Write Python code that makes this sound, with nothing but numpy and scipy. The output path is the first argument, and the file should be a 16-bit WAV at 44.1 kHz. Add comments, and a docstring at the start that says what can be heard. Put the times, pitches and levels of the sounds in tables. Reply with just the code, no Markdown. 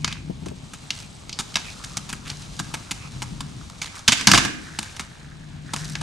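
"""A skateboard pushes off along a concrete path, clacks over its joints, pops onto a ledge, drops to a
plaza and rolls away. Surface roughness makes the hard wheels hiss and drums the maple deck; each impact
excites the board's modes and rattles the loose trucks. Shoes thud and scrape, an insect buzzes faintly,
nearby buildings reflect the blows, and the landings overload the microphone."""
import sys
import numpy as np
from scipy import signal
from scipy.fft import rfft, irfft, next_fast_len
from scipy.io import wavfile
from scipy.ndimage import uniform_filter1d, map_coordinates

SR = 44100
rng = np.random.default_rng(int(sys.argv[2]) if len(sys.argv) > 2 else 0)


def waveform_to_disk(signal):
    """Save audio, clipped to [-1, 1], as 16-bit WAV at the path in sys.argv[1]."""
    frames = np.transpose(np.atleast_2d(signal))
    scaled = np.clip(frames, -1, 1) * 32767
    samples = np.round(scaled).astype(np.int16)
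    wavfile.write(sys.argv[1], SR, samples)


N = 265482
TIME = np.arange(N) / SR
LANDING_S, PRESS_ATTACK_S = 4.25, 0.047  # touchdown on the plaza; rise time of the load


def amp(db):
    """Decibels to amplitude ratio."""
    return 10 ** (np.asarray(db) / 20)


def unit(x):
    """Normalisation to rms 1."""
    return x / np.sqrt(np.mean(x ** 2) + 1e-20)


def along(points, hz):
    """Interpolation of (Hz, value) points on a log frequency axis."""
    f, v = np.transpose(points)
    return np.interp(np.log(hz + 1), np.log(f + 1), v)


def strength(rows):
    """A (seconds, dB) contour, sample by sample, in dB above its median."""
    db = np.interp(TIME, *np.transpose(rows))
    return db - np.median(db)


def swell(s, width):
    """A Gaussian envelope of height 1 around time s."""
    return np.exp(-((TIME - s) / width) ** 2)


def wobble(rate):
    """Smooth random modulation, rate knots a second."""
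    return map_coordinates(rng.standard_normal(int(N * rate / SR) + 4), [TIME * rate])


def resonance(hz, centre, width, power=2):
    """A resonance curve of height 1; a higher power steepens its skirts."""
    return 1 / (1 + (2 * (hz - centre) / width) ** power)


def filtered(x, gain):
    """Minimum-phase filtering with the given gain over frequency."""
    n = x.shape[-1]
    m = 2 * next_fast_len(n)
    cepstrum = irfft(np.log(np.maximum(gain(np.fft.rfftfreq(m, 1 / SR)), 1e-6)))
    cepstrum[1:m // 2] *= 2
    cepstrum[m // 2 + 1:] = 0
    return irfft(rfft(x, m) * np.exp(rfft(cepstrum)), m)[..., :n]


def add(track, s, sound):
    """Superposition of a sound on a track from time s on."""
    part = track[..., round(s * SR):][..., :sound.shape[-1]]
    part += sound[..., :part.shape[-1]]


def spread(pair, side_db, left_db):
    """Mid-side stereo from two uncorrelated signals."""
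    side = amp(side_db) * pair[1]
    return np.array([(pair[0] + side) * amp(left_db / 2), (pair[0] - side) * amp(-left_db / 2)])


def air():
    """Ambient noise: the low murmur of open air."""
    # Each row: frequency in Hz, relative level in dB.
    spectrum = [(15, -3), (40, -0.5), (90, 6), (200, -25), (500, -22), (2000, -31.5), (8000, -61),
                (14000, -70)]
    noise = unit(filtered(rng.standard_normal((2, N)), lambda hz: amp(along(spectrum, hz))))
    return amp(-52) * spread(noise, side_db=-17.5, left_db=-3)


def insect(centre_hz=8050, width_hz=950, pulses_per_s=23, unsteady=0.064):
    """Amplitude modulation: slightly uneven wing strokes pulse a narrow band of noise."""
    buzz = unit(filtered(rng.standard_normal(N), lambda hz: resonance(hz, centre_hz, width_hz, power=4)))
    rate = pulses_per_s * (1 + unsteady * wobble(4.9))
    strokes = np.sin(np.pi * np.cumsum(rate) / SR) ** 4
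    return amp(-59) * swell(s=1, width=0.5) * unit(strokes) * buzz


def yard(x, build_s):
    """Diffuse reflections from ledge and buildings build up and decay, uncorrelated in the two ears."""
    # Each row: frequency in Hz, reverberation time in seconds.
    t60s = [(100, 0.17), (300, 0.89), (600, 0.11), (1600, 0.58), (4000, 0.39), (8000, 0.39), (14000, 0.31)]
    spectrum = [(100, -38), (280, 10), (550, -2.5), (1600, 2), (4000, 1), (10000, -0.5)]  # Hz, dB
    hz, t, noise = signal.stft(rng.standard_normal((2, SR)), SR, nperseg=256)
    colour = amp(along(spectrum, hz))[:, None]
    envelope = amp(-60 * t / along(t60s, hz)[:, None]) * (1 - np.exp(-t / build_s))
    tail = signal.istft(noise * colour * envelope, SR, nperseg=256)[1]
    return signal.fftconvolve(x.mean(axis=0)[None], tail / np.linalg.norm(tail[0]), axes=1)[:, :N]


def steps(push_hz=175, t60=0.071, gain_db=-2):
    """Damped impact: a rubber sole gives a dull push with a short puff."""
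    # Each row: start in seconds, relative level in dB.
    footfalls = [(0.297, -19.5), (0.421, -28), (0.461, -19.5), (0.512, -22.5)]
    spectrum = [(80, -5), (200, 6.5), (600, 2), (1100, -22), (4000, -43)]  # Hz, dB
    out, t = np.zeros(N), np.arange(SR // 4) / SR
    push = np.sin(2 * np.pi * push_hz * t)
    envelope = amp(gain_db - 60 * t / t60) * (1 - np.exp(-t / 0.0025))
    for s, db in footfalls:
        puff = unit(filtered(rng.standard_normal(len(t)), lambda hz: amp(along(spectrum, hz))))
        add(out, s, amp(db) * envelope * (push + 0.73 * puff))
    return out * amp([[1.5], [-1.5]])


def scuffs(slips_per_s=170, slip_decay_s=0.0015, fade_db=7):
    """Stick-slip friction of a sole on grip tape: uneven little snaps on a rasp."""
    # Each row: start in seconds, length in seconds, level in dB, treble gain in dB.
    scrapes = [(0.054, 0.14, -43, -16), (0.913, 0.16, -45, 4), (1.577, 0.17, -43, -3),
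               (2.251, 0.087, -38, -5.5), (3.828, 0.058, -36.5, -3), (3.941, 0.071, -41.5, 5),
               (4.138, 0.14, -37, -1), (5.743, 0.27, -43, 14)]
    spectrum = [(400, -9), (1500, -2.5), (2600, -1.5), (3600, 1), (6000, -2.5), (9000, -6.5),
                (14000, -28)]  # Hz, dB
    out = np.zeros((2, N))
    for s, length, db, treble_db in scrapes:
        progress = np.linspace(0, 1, round(length * SR))
        n = len(progress)
        slips = (rng.random(n) < slips_per_s / SR) * rng.uniform(0.56, 1, n)
        force = 0.15 + signal.lfilter([1], [1, -np.exp(-1 / (slip_decay_s * SR))], slips)
        colour = lambda hz: amp(along(spectrum, hz) + along([(2600, 0), (5000, treble_db)], hz))
        rasp = unit(filtered(force * rng.standard_normal((2, n)), colour))
        envelope = np.sqrt(np.abs(np.sin(np.pi * progress))) * amp(db + fade_db * (0.5 - progress))
        add(out, s, envelope * spread(rasp, side_db=-39, left_db=-1.5))
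    return out


def grit(spiky_db):
    """Roughness excitation: countless tiny contacts, a few far stronger than the rest."""
    sizes = amp(spiky_db * rng.exponential(size=(2, N // 16 + 1)).clip(0, 6))
    envelope = uniform_filter1d(sizes.repeat(16, axis=1), size=8)[:, :N]
    return unit(envelope * rng.standard_normal((2, N)))


def board(hz, between_db, scatter_db=0):
    """Modal response of deck, trucks and wheels over a flat floor; contact points reweight the modes."""
    # Each row: frequency in Hz, bandwidth in Hz, relative level in dB.
    modes = [(680, 74, 1), (1030, 560, -8), (1302, 120, -1.5), (1630, 128, 4), (2214, 226, 3.5),
             (2560, 82, 1), (2930, 290, 1), (3440, 140, -30), (3690, 380, 0), (4700, 970, -3),
             (6070, 280, -5), (6980, 550, -6.5)]
    weights_db = scatter_db * rng.standard_normal(len(modes))
    peaks = sum(amp(db + extra_db) ** 2 * resonance(hz, centre, width)
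                for (centre, width, db), extra_db in zip(modes, weights_db))
    return np.sqrt(peaks + amp(between_db) ** 2)


def sing(centre_hz=2440, width_hz=540):
    """Lateral creep: leaning wheels slide on the concrete and ring in one narrow resonance."""
    # Each row: centre in seconds, half width in seconds, level in dB.
    leans = [(.12, 0.1, -49), (1.04, 0.025, -52), (1.68, 0.043, -44.5), (3.04, 0.049, -47.5)]
    ring = unit(filtered(grit(spiky_db=2.5), lambda hz: resonance(hz, centre_hz, width_hz)))
    envelope = sum(amp(db) * swell(s, width) for s, width, db in leans)
    return spread(ring, side_db=-3, left_db=-5) * envelope


def whirr(roll_db, follows=0.98, full_speed_s=6.1, slow_start_db=-6.5):
    """Resonances of the spinning wheels grow with speed; path and plaza favour different ones."""
    # Each row: frequency in Hz, width in Hz, base level on path and on plaza in dB, mid-air gain in dB.
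    modes = [(1220, 510, -53, -61.5, 11), (1625, 650, -59, -49.5, 12), (2400, 690, -62, -59.5, 8)]
    out = np.zeros((2, N))
    drive_db = follows * roll_db + np.interp(TIME, [0, full_speed_s], [slow_start_db, 0])
    free_spin = swell(s=3.97, width=0.04)
    for centre, width, path_db, plaza_db, spin_db in modes:
        ring = unit(filtered(grit(spiky_db=4), lambda hz: resonance(hz, centre, width)))
        mode_db = np.where(TIME < LANDING_S, path_db, plaza_db) + spin_db * free_spin
        out += amp(mode_db + drive_db + 3.1 * wobble(21.83)) * spread(ring, side_db=-6, left_db=-1)
    return out


def drone(deck_db, mode_hz=150, sag_hz=27.57, waver=0.013, follows=2.12, crouch_db=9):
    """Rolling sustains the deck's main bending mode; a crouching rider's load makes it lower and louder."""
    crouch = swell(s=3.25, width=0.13)
    hz = (mode_hz - sag_hz * crouch) * (1 + waver * wobble(25))
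    phase = 2 * np.pi * np.cumsum(hz) / SR
    ground_db = np.where(TIME < LANDING_S, -52.5, -42.5)  # clearer on the smooth plaza
    return np.sin(phase) * amp(ground_db + follows * deck_db + crouch_db * crouch + wobble(11))


def boom(centre_hz=258, width_hz=150, level_db=-29, t60=1):
    """Resonant decay: after the drop the fully loaded deck rings on, low and rough."""
    noise = rng.standard_normal((2, N))
    ring = unit(filtered(noise, lambda hz: resonance(hz, centre_hz, width_hz, power=4)))
    age = np.maximum(TIME - LANDING_S, 0)
    envelope = amp(level_db - 60 * age / t60) * np.minimum(age / PRESS_ATTACK_S, 1)
    return spread(ring, side_db=-10, left_db=1) * envelope


def press(hold_s=0.14, release_s=0.08):
    """Contact load, 0 to 1: the rider's weight bears down after the drop."""
    corners = LANDING_S + np.cumsum([0, PRESS_ATTACK_S, hold_s, release_s])
    return np.interp(TIME, corners, [0, 1, 1, 0])


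def rolling(roll_db, deck_db):
    """Forced vibration: rough concrete shakes the deck, growls in the wheels, hisses at the contacts."""
    # Each row: frequency in Hz, relative level in dB.
    deck_spectrum = [(24, -30.5), (40, -1), (81, -2), (113, -0.5), (139, 1.5), (281, -9.5), (462, -25.5),
                     (600, -35), (780, -39), (1320, -120)]
    wheel_spectrum = [(300, 0.5), (550, 2), (850, 3), (1500, -7.5), (2300, -3.5), (4000, -4), (8000, -43.5)]
    contact_spectrum = [(900, -42), (2300, -8.5), (4000, 1), (6500, 0.5), (9000, -5), (11000, -13.5),
                        (13000, -25), (15000, -63)]
    load = press()
    texture = amp(wobble(28))  # patches of coarser and smoother ground
    rumble = filtered(grit(spiky_db=3), lambda hz: amp(along(deck_spectrum, hz)))
    growl = filtered(grit(spiky_db=2), lambda hz: amp(along(wheel_spectrum, hz)) * board(hz, 8))
    hiss = filtered(grit(spiky_db=2.5), lambda hz: amp(along(contact_spectrum, hz)) * board(hz, 11))
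    rumble = spread(unit(rumble), side_db=-13, left_db=-1) * amp(-43 + deck_db + 12 * load)
    growl = spread(unit(growl), side_db=-1, left_db=0.8) * amp(-51.5 + 0.34 * roll_db + 14 * load)
    hiss = spread(unit(hiss), side_db=-11.5, left_db=-0.2) * amp(-49.5 + roll_db + 15 * load)
    return texture * (rumble + growl + hiss)


def flex(t):
    """Free vibration: the struck deck's bending modes decay, varying in level and pitch at each blow."""
    # Each row: mean frequency in Hz, relative level in dB, 60 dB decay time in seconds.
    modes = [(107.5, -9.5, 0.28), (153, 1.5, 0.067), (210.6, -1, 0.15), (284.3, -4.5, 0.14)]
    bend = np.zeros(len(t))
    for k, (hz, db, t60) in enumerate(modes):
        decay = amp(db + rng.normal(0, 0.89) - 60 * t / t60)
        bend += (-1) ** k * decay * np.sin(2 * np.pi * hz * rng.normal(1, 0.0575) * t)
    bend *= 1 - np.exp(-t / 0.0014)  # the rider's weight comes on gradually
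    return bend / np.abs(bend).max()


def blows(rows, hold, rattle_db, rattle_t60, chatter_db, gain_db, treble_db, wood_hz,
          flex_db, side_db, rise_s):
    """Impact excitation: a burst of contacts and a faint truck rattle ring the board; the deck bends."""
    # Each row: frequency in Hz, relative level in dB.
    crack = [(200, -2.5), (500, -7.5), (900, 1), (1600, -3), (3200, -1.5), (6500, 1.5), (9000, -2),
             (12000, -16), (15000, -29)]
    side_spectrum = [(600, 17), (1500, 14.5), (4000, 3), (9000, -4)]  # the clack's low and middle notes sound wide, its treble centred
    out, t = np.zeros((2, N)), np.arange(SR // 4) / SR
    for s, db, wood_db, t60 in rows:
        chatter = amp(chatter_db * unit(uniform_filter1d(rng.standard_normal(len(t)), size=40)))
        burst = amp(-60 * (t / t60) ** hold)  # hold above 1: contacts persist, then stop quickly
        rattle = amp(rattle_db - 60 * t / rattle_t60)
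        force = chatter * (burst + rattle) * (1 - np.exp(-t / rise_s))
        # where the board is hit tips the colour towards wood or metal
        tilt = [(wood_hz, wood_db), (2 * wood_hz, 0), (5500, 0), (9000, treble_db)]
        colour = lambda hz: amp(along(crack, hz) + along(tilt, hz)) * board(hz, -5, scatter_db=3)
        clack = filtered(force * rng.standard_normal((2, len(t))), colour)
        clack /= np.sqrt(uniform_filter1d(clack ** 2, size=128).max(axis=1, keepdims=True))
        clack[1] = filtered(clack[1], lambda hz: amp(along(side_spectrum, hz)))
        thump = amp(flex_db + 0.61 * wood_db) * flex(t)  # woodier blows bend the deck more
        add(out, s, amp(db) * (amp(gain_db) * spread(clack, side_db, left_db=-0.5) + thump))
    return out


def knocks():
    """Light impacts: deck and trucks knock drily as the feet shift."""
    # Each row: start in seconds, relative level in dB, woodiness in dB, 60 dB decay time in seconds.
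    hits = [(.045, -4, -1.5, 0.022), (.077, -13.5, -1, 0.03), (.116, -25, -12, .016),
            (.126, -14, -7.5, 0.016), (.905, -6, -9.5, 0.017), (1.294, -17.5, -9.5, .014),
            (1.328, -17, -31, 0.016), (1.542, -20, -10, 0.016), (1.556, -3, -0.5, 0.029),
            (1.568, -9.5, -0.5, 0.015), (2.3, -14.5, -9, 0.02), (5.953, -13, -1, 0.019)]
    return blows(hits, hold=0.93, rattle_db=-22.5, rattle_t60=0.25, chatter_db=1, gain_db=-10,
                 treble_db=-8.5, wood_hz=1330, flex_db=-27, side_db=-23, rise_s=0.00039)


def joints():
    """Impacts at surface discontinuities: the wheels strike joints in the concrete."""
    # Each row: start in seconds, relative level in dB, woodiness in dB, 60 dB decay time in seconds.
    hits = [(.458, -28, 13, 0.056), (.484, -29, 7, 0.027), (.734, -25, 4.5, 0.06), (1.389, -12, 3.5, 0.058),
            (1.4, -25, -8, 0.027), (1.838, -21, -11.5, 0.071), (1.969, -12, 3.5, 0.034),
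            (2.091, -21, 2.5, 0.076), (2.127, -17, 6.5, 0.035), (2.591, -16.5, 3, 0.043),
            (2.598, -14, 10.5, 0.024), (2.739, -14.5, 8.5, 0.034), (2.909, -13, 3.5, 0.042),
            (3.22, -16.5, 8.5, 0.045), (3.405, -17.5, 8.5, 0.027), (3.698, -29, 7, 0.028),
            (4.788, -10.5, 1, 0.024), (4.827, -21, 4, 0.032), (4.965, -24.5, 0, 0.022),
            (4.995, -15.5, 6.5, .055), (5.735, -12.5, 11.5, 0.027), (5.762, -17, 4, 0.021),
            (6.012, -18.5, 15.5, .04)]
    return blows(hits, hold=1.35, rattle_db=-23.5, rattle_t60=0.61, chatter_db=5, gain_db=-8,
                 treble_db=2, wood_hz=960, flex_db=-19, side_db=-32.5, rise_s=0.00051)


def slams():
    """Heavy impacts: the pop, the blows on the ledge and the landing."""
    # Each row: start in seconds, relative level in dB, woodiness in dB, 60 dB decay time in seconds.
    hits = [(3.816, -16, -3.5, 0.049), (4.078, -0.5, -14.5, 0.022), (4.082, 0, 1.5, 0.033),
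            (4.12, -4, -3, 0.047), (4.194, -20, 2, .049), (4.21, -16.5, 3.5, 0.034), (4.271, 3.5, 1, 0.022),
            (4.28, -5.5, 6.5, 0.078), (4.315, 4, 0.5, .021), (4.335, 1, 4.5, 0.03),
            (4.344, -3.5, 1.5, 0.068), (4.375, -2.5, 0, 0.061), (4.449, -12.5, 7.5, 0.034)]
    trick = blows(hits, hold=1.42, rattle_db=-18, rattle_t60=0.26, chatter_db=2.5, gain_db=-6.5,
                  treble_db=-4, wood_hz=1310, flex_db=-16, side_db=-27.5, rise_s=0.00036)
    return trick * amp([[-0.9], [0.9]])


def scene():
    """Direct and reflected sound superpose; the trick, closer to the walls, wakes more echo."""
    # Each row: time in seconds, relative level in dB of the grit hiss (roll) or the rumble (deck).
    path_roll = [(0.0, -51.5), (0.22, -56.5), (0.46, -56.5), (0.89, -51), (1.32, -54), (1.48, -50),
                 (1.68, -46), (2.09, -49.5), (2.19, -52), (2.37, -47), (2.76, -48), (3.45, -52),
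                 (3.78, -50.5)]
    plaza_roll = [(4.55, -49.5), (4.906, -47.5), (5.13, -55), (5.61, -60), (5.77, -46.5), (5.908, -48),
                  (6.02, -52)]
    path_deck = [(0.0, -35), (0.86, -45.5), (2.11, -44), (2.52, -40), (2.87, -44), (3.46, -37.5),
                 (3.82, -46), (4.03, -50.5)]
    plaza_deck = [(4.6, -45.5), (4.92, -47), (6.02, -39)]
    roll_db = strength(np.vstack([path_roll, plaza_roll]))
    deck_db = strength(np.vstack([path_deck, plaza_deck]))
    clacks, trick = knocks() + joints(), slams()
    echo = amp(-18) * yard(clacks, build_s=0.025)
    echo += amp(-13) * yard(trick, build_s=0.048) * amp([[-1.5], [1.5]])
    wheels = rolling(roll_db, deck_db) + whirr(roll_db) + sing() + boom() + drone(deck_db)
    return clacks + trick + echo + steps() + scuffs() + wheels + insect() + air()


def record(dry, ceiling=0.95, top_hz=14300):
    """Two-port stereo colour and microphone saturation, then a soft roll-off of the highest treble."""
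    # Each row: frequency in Hz, left minus right level in dB.
    port_balance = [(60, 3), (110, 3.0), (200, 5.5), (370, 4.5), (690, -2), (1270, -0.5), (2330, 0.0),
                    (4290, 0.5), (7890, 1), (14500, 0.5)]
    # Each row: frequency in Hz, lag of the right port in radians.
    port_phase = [(0, 0), (340, 1.05), (600, 2.9), (860, 5.3), (1150, 6.0), (3000, 6.15), (8000, 6.28)]
    hz = np.fft.rfftfreq(N, 1 / SR)
    left = amp(along(port_balance, hz) / 2)
    right = np.exp(-1j * np.interp(hz, *np.transpose(port_phase))) / left
    heard = irfft(rfft(dry) * np.array([left, right]), N)
    saturated = heard / (1 + np.abs(heard / ceiling) ** 6) ** (1 / 6)
    roll_off = np.interp(hz, [top_hz - 1100, top_hz + 500], [1, 0])
    return irfft(rfft(saturated) * roll_off, N)


dry = scene()
out = record(dry)
waveform_to_disk(out)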